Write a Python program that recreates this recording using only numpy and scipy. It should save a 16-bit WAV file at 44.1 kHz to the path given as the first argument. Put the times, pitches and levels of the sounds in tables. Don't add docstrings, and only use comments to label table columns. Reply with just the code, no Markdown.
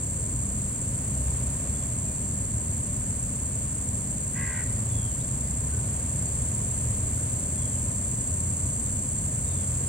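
import sys
import numpy as np
from scipy import signal
from scipy.fft import rfft, irfft
from scipy.io import wavfile
from scipy.ndimage import uniform_filter1d

SR = 44100
rng = np.random.default_rng(int(sys.argv[2]) if len(sys.argv) > 2 else 0)


def bounce(signal):
    frames = np.transpose(np.atleast_2d(signal))
    limited = np.clip(frames, -1, 1)
    pcm = np.round(limited * 32767).astype(np.int16)
    wavfile.write(sys.argv[1], SR, pcm)


N = 435708
T = np.arange(N) / SR
FREQ = np.maximum(np.arange(N // 2 + 1) * SR / N, 1)


def near_cicada():
    # pitch_hz, width_hz, level_db, left_minus_right_db, place_in_throb (0-1), throb_depth_db
    buzz_tones = [(4466, 52, -30, -1, 0.06, 3), (4800, 190, -34, -5, 0, 3),
                  (5490, 160, -30.5, 7, 0.1, -4.5), (5780, 190, -29.5, -14, 0, 0),
                  (6456, 62, -20, -9, 0.07, 2), (6815, 52, -10, -10.5, 0, 1.5),
                  (7070, 40, -12, -8, 0.93, -6), (7375, 21, -19, 3, 0.7, -3),
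                  (7480, 73, -1.5, -6.5, 0.26, 7.5), (7520, 20, -12.5, 8.5, 0.1, 7),
                  (7730, 45, -17, -7, 0.6, 2), (7910, 45, -7.5, -11, 0.26, 6), (7924, 40, -14.5, 0, 0, 3),
                  (8350, 32, -8.5, 10, 0, 2), (8470, 62, -4.5, 9.5, 0.02, 6),
                  (9600, 190, -12.5, 2.5, 0.7, 3), (14900, 230, -35, 15, .5, -1)]
    # pitch_hz, gain_db
    click_colour = [(5000, -34), (6200, -26.5), (6600, -16), (7200, -7.5), (7700, -0.5), (8500, -1.5),
                    (9100, -5), (9700, -11), (10400, -16.5), (11500, -27), (12500, -32), (13800, -26),
                    (15800, -29)]
    throb_hz, stray_throbs = 30.7, .045
    phase = throb_hz * T + stray_throbs * walk(2.5)
    ticks = flatten(drum_clicks(phase, rib_spread_db=4, slip_s=.00001))
    song = undb(-2.5) * unit(colour(flatten(echoes(ticks, fade_s=.025, echo_db=1.5)), click_colour))
    for hz, width_hz, db, pan_db, place, depth_db in buzz_tones:
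        push = undb(depth_db * np.cos(2 * np.pi * (phase - place + .2)))
        tone = ring(ticks * push, hz, width_hz)
        tone = tone / np.sqrt(uniform_filter1d(tone ** 2, size=4400) + 1e-12)
        song = song + undb(db) * pan(pan_db) * tone
    song[0] = np.roll(song[0], shift=2)
    throb_db = .6 * np.sin(2 * np.pi * phase)
    rattle_db = 1.5 * np.sin(2 * np.pi * 3 * phase)
    level_db = -32 + .29 * joining_db()
    return unit(song * undb(throb_db + rattle_db)) * undb(level_db)


def drum_clicks(phase, rib_spread_db, slip_s, ribs=32):
    starts = np.interp(np.arange(int(phase[-1]) + 1), phase, T)[:, None]
    throb_s = T[-1] / phase[-1]
    delays = (np.arange(ribs) + .1226 * rng.standard_normal(ribs)) / ribs * throb_s
    strength_db = rib_spread_db * rng.standard_normal(ribs)
    slip, rough_db = rng.standard_normal((2, 512, ribs))[:, :len(starts)]
    times = starts + delays + slip_s * slip
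    return clicks(times.ravel(), undb(strength_db + rough_db).ravel())


def cicada_chorus(count=3):
    # pitch_hz, gain_db
    chorus_colour = [(5500, -27), (6200, -15.5), (6600, -5.5), (7100, -1.5), (7800, 2.5), (8400, 0.5),
                     (9100, -3.5), (9700, -15.5), (10600, -13), (12000, -29), (15800, -21)]
    # pitch_hz, gain_db
    newcomer_colour = [(5800, -3), (6400, 8), (7000, -5), (7800, 4), (8700, 5), (10000, -3)]
    ticks = 0
    for _ in range(count):
        throb_hz = 31 * (1 + .06 * rng.standard_normal() + .015 * walk(3))
        ticks = ticks + drum_clicks(np.cumsum(throb_hz) / SR, rib_spread_db=3, slip_s=.0001)
    voices = unit(colour(flatten(echoes(ticks, fade_s=.076, echo_db=10)), chorus_colour))
    newcomers = colour(voices, newcomer_colour) * (undb(joining_db()) - 1)
    return (voices + newcomers) * undb(-44.5)


def joining_db():
    # start_s, length_s, rise_db
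    joins = [(5.95, .5, 3), (7.9, .45, 0.7)]
    return sum(rise_db * ramp(start, length) for start, length, rise_db in joins)


def late_cicada():
    start_s, attack_s, fade_db_per_s = 7.97, .18, 6
    base_hz, rise_hz, rise_s = 1180, 28, .4
    age = np.maximum(T - start_s, 0)
    click_hz = base_hz + rise_hz * age / rise_s * np.exp(1 - age / rise_s)
    phase = np.cumsum(click_hz * (1 + .009 * walk(200))) / SR
    times = np.interp(np.arange(int(phase[-1])), phase, T)
    whine = unit(colour(clicks(times, 1), [(5900, -30), (6800, 0), (8400, 1), (9400, -11), (11000, -35)]))
    level = ramp(start_s, attack_s) * undb(-51 - fade_db_per_s * age)
    return pan(-13) * echoes(whine * level, fade_s=.073, echo_db=5)


def crow():
    # pitch_hz, width_hz, level_db, lag_cycles, pitch_follow (0 = none)
    throat_tones = [(1100, 230, -12, 0.29, 1.1), (1650, 190, -6, .45, 0.65), (1966, 190, -2, 0.0017, 0.3),
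                    (2470, 180, -16, .2, 0.5)]
    start_s, attack_s, hold_s, release_s = 4.332, .05, .23, .032
    base_hz, sag_hz_per_s, scoop_hz, scoop_s = 87, 70, 17, .05
    age = np.clip(T - start_s, 0, attack_s + hold_s + release_s)
    pulse_hz = base_hz - sag_hz_per_s * age - scoop_hz * np.exp(-age / scoop_s)
    phase = np.cumsum(pulse_hz * (1 + .01 * walk(70))) / SR
    air = rng.standard_normal(N)
    voice = 0
    for hz, width_hz, db, lag, follow in throat_tones:
        since_pulse = (phase - lag) % 1 / pulse_hz
        tone_hz = hz * (pulse_hz / pulse_hz.max()) ** follow
        shape = since_pulse ** 2 * np.exp(-np.pi * width_hz * since_pulse)
        ringing = unit(shape * np.sin(2 * np.pi * tone_hz * since_pulse))
        breath = .6 * unit(ring(air, hz, 1.5 * width_hz))
        voice = voice + undb(db) * (ringing + breath)
    level = undb(-40) * ramp(start_s, attack_s) * (1 - ramp(start_s + attack_s + hold_s, release_s))
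    caw = unit(voice) * level
    caw = caw + undb(-18) * np.roll(caw, int(.14 * SR))
    return pan(1.5) * echoes(caw, fade_s=1, echo_db=-9)


def small_birds():
    # start_s, length_s, from_hz, to_hz, level_db
    whistles = [(1.747, .11, 3480, 3230, -61), (2.03, .1, 2480, 2430, -60), (4.752, .04, 4800, 4720, -62),
                (4.881, .26, 3546, 3020, -58.5), (5.195, .03, 3320, 3970, -57),
                (5.206, .03, 3830, 3720, -58), (5.42, 0.14, 4600, 5300, -63.5),
                (5.72, .09, 1580, 1480, -55), (6.25, .08, 4610, 4950, -60.5),
                (7.555, .23, 3560, 3100, -60.5), (8.84, .06, 3900, 3620, -63), (9.459, .2, 3920, 3290, -58)]
    attack_share, taper = .12, .45
    song = np.zeros(N)
    quiver = 1 + .014 * walk(180)
    for start, length, from_hz, to_hz, db in whistles:
        span, progress = during(start, length)
        hz = (from_hz + (to_hz - from_hz) * progress) * quiver[span]
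        shape = np.minimum(progress / attack_share, 1) * (1 - progress) ** taper
        song[span] += undb(db) * unit(shape * np.sin(2 * np.pi * np.cumsum(hz) / SR))
    flutter = undb(2.5 * walk(70) - 1)
    return echoes(song * flutter, fade_s=.4, echo_db=1)


def traffic():
    # pitch_hz, gain_db
    engine_colour = [(12, -43), (20, -20), (61, -3), (109, -0.5), (132, -1.5), (168, -9.5), (203, -7),
                     (262, -13), (347, -24), (420, -27.5), (550, -45), (920, -120)]
    # pitch_hz, gain_db
    tyre_colour = [(200, -26.5), (330, -1.5), (450, 1), (620, 2), (810, -8), (1020, -4), (1280, -11),
                   (1800, -10.5), (2600, -14), (4200, -20), (5200, -21.5), (12000, -23.5), (15800, -26.5)]
    rumble_db, drone_db, hiss_db, wander_db = -38, -33.5, -46.5, .44
    engines = colour(rng.standard_normal(N), engine_colour)
    rumble = colour(engines, [(78, 0), (92, -33)])
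    low = unit(rumble) * undb(rumble_db) + unit(engines - rumble) * undb(drone_db)
    low *= undb(wander_db * walk(1.84))
    centre, side = rng.standard_normal((2, N))
    side = colour(side, [(200, 3.5), (500, -10), (1000, -3.5), (2500, -3), (6000, -1)])
    hiss = unit(colour(np.array([centre + side, centre - side]), tyre_colour))
    hum, tyre_swell_db = single_engines()
    return low + hum + pan(.87) * hiss * undb(hiss_db + tyre_swell_db + wander_db * walk(3))


def single_engines():
    # start_s, length_s, from_hz, to_hz, low_tone_db, mid_tone_db, high_tone_db, tyre_db
    surges = [(0.0, 0.66, 55.5, 57.3, -37.5, -48, -42, -0.5), (.75, 1.26, 59, 68.9, -31.5, -41, -37, 1.5),
              (4.5, 0.74, 55.76, 55.66, -43, -38.5, -31.5, 0.5),
              (4.9, 1.8, 60, 74.12, -32.5, -39.5, -37.5, 1), (6.1, 1.91, 72, 82.87, -35, -34.5, -46.5, 1.5),
              (8.15, .7, 85.6, 82, -33, -50, -50, 0.6), (9.1, 1.53, 83, 88.8, -35, -40, -51, 2)]
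    hum, tyre_swell_db = np.zeros((2, N))
    for start, length, from_hz, to_hz, *tone_dbs, tyre_db in surges:
        span, progress = during(start, length)
        swell = np.sin(np.pi * progress)
        firing_hz = (from_hz + (to_hz - from_hz) * progress) * (1 + .006 * walk(6)[span])
        phase = np.cumsum(firing_hz) / SR
        for multiple, db in zip((1, 1.5, 2), tone_dbs):
            flicker_db = 2 * walk(4)[span]
            tone = np.sqrt(2) * np.sin(2 * np.pi * multiple * phase)
            hum[span] += swell * undb(db + flicker_db) * tone
        tyre_swell_db[span] += tyre_db * swell
    return hum, tyre_swell_db


def undb(db):
    return np.exp(np.asarray(db) * (np.log(10) / 20))


def unit(x):
    return x / np.sqrt(np.mean(x ** 2, axis=-1, keepdims=True))


def pan(left_minus_right_db):
    gains = undb(np.array([[1], [-1]]) * left_minus_right_db / 2)
    return gains / np.sqrt(np.mean(gains ** 2))


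def colour(x, points):
    hz, db = np.transpose(points)
    return irfft(rfft(x) * undb(np.interp(np.log(FREQ), np.log(hz), db)), N)


def flatten(x):
    spectrum = rfft(x)
    return irfft(spectrum / np.sqrt(uniform_filter1d(abs(spectrum) ** 2, size=1800) + 1e-12), N)


def ring(x, hz, width_hz):
    return irfft(rfft(x) / (1 + 1j * (FREQ / hz - hz / FREQ) * hz / (width_hz * np.pi / 2)) ** 2, N)


def echoes(x, fade_s, echo_db):
    tail = rng.standard_normal((2, SR)) * np.exp(-np.log(1000) * T[:SR] / fade_s)
    tail *= undb(echo_db) / np.sqrt(np.sum(tail ** 2, axis=1, keepdims=True))
    tail[:, 0] += 1
    return signal.fftconvolve(np.atleast_2d(x), tail, axes=1)[:, :N] / np.sqrt(1 + undb(2 * echo_db))


def clicks(times, sizes):
    place = np.clip(times * SR, 0, N - 2)
    index, share = place.astype(int), place % 1
    sizes = sizes * (times > 0) * (times < T[-1])
    return np.bincount(index, sizes * (1 - share), N) + np.bincount(index + 1, sizes * share, N)


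def walk(steps_per_s):
    steps = rng.standard_normal(1024)
    return np.interp(T * steps_per_s, np.arange(len(steps)), steps)


def ramp(start_s, length_s):
    return np.clip((T - start_s) / length_s, 0, 1)


def during(start_s, length_s):
    span = np.flatnonzero((T > start_s) & (T < start_s + length_s))
    return span, (T[span] - start_s) / length_s


def scene():
    return near_cicada() + cicada_chorus() + late_cicada() + crow() + small_birds() + traffic()


def record(dry):
    top_hz = 15780
    return signal.sosfilt(signal.ellip(10, .1, 80, top_hz, fs=SR, output="sos"), dry)


dry = scene()
out = record(dry)
bounce(out)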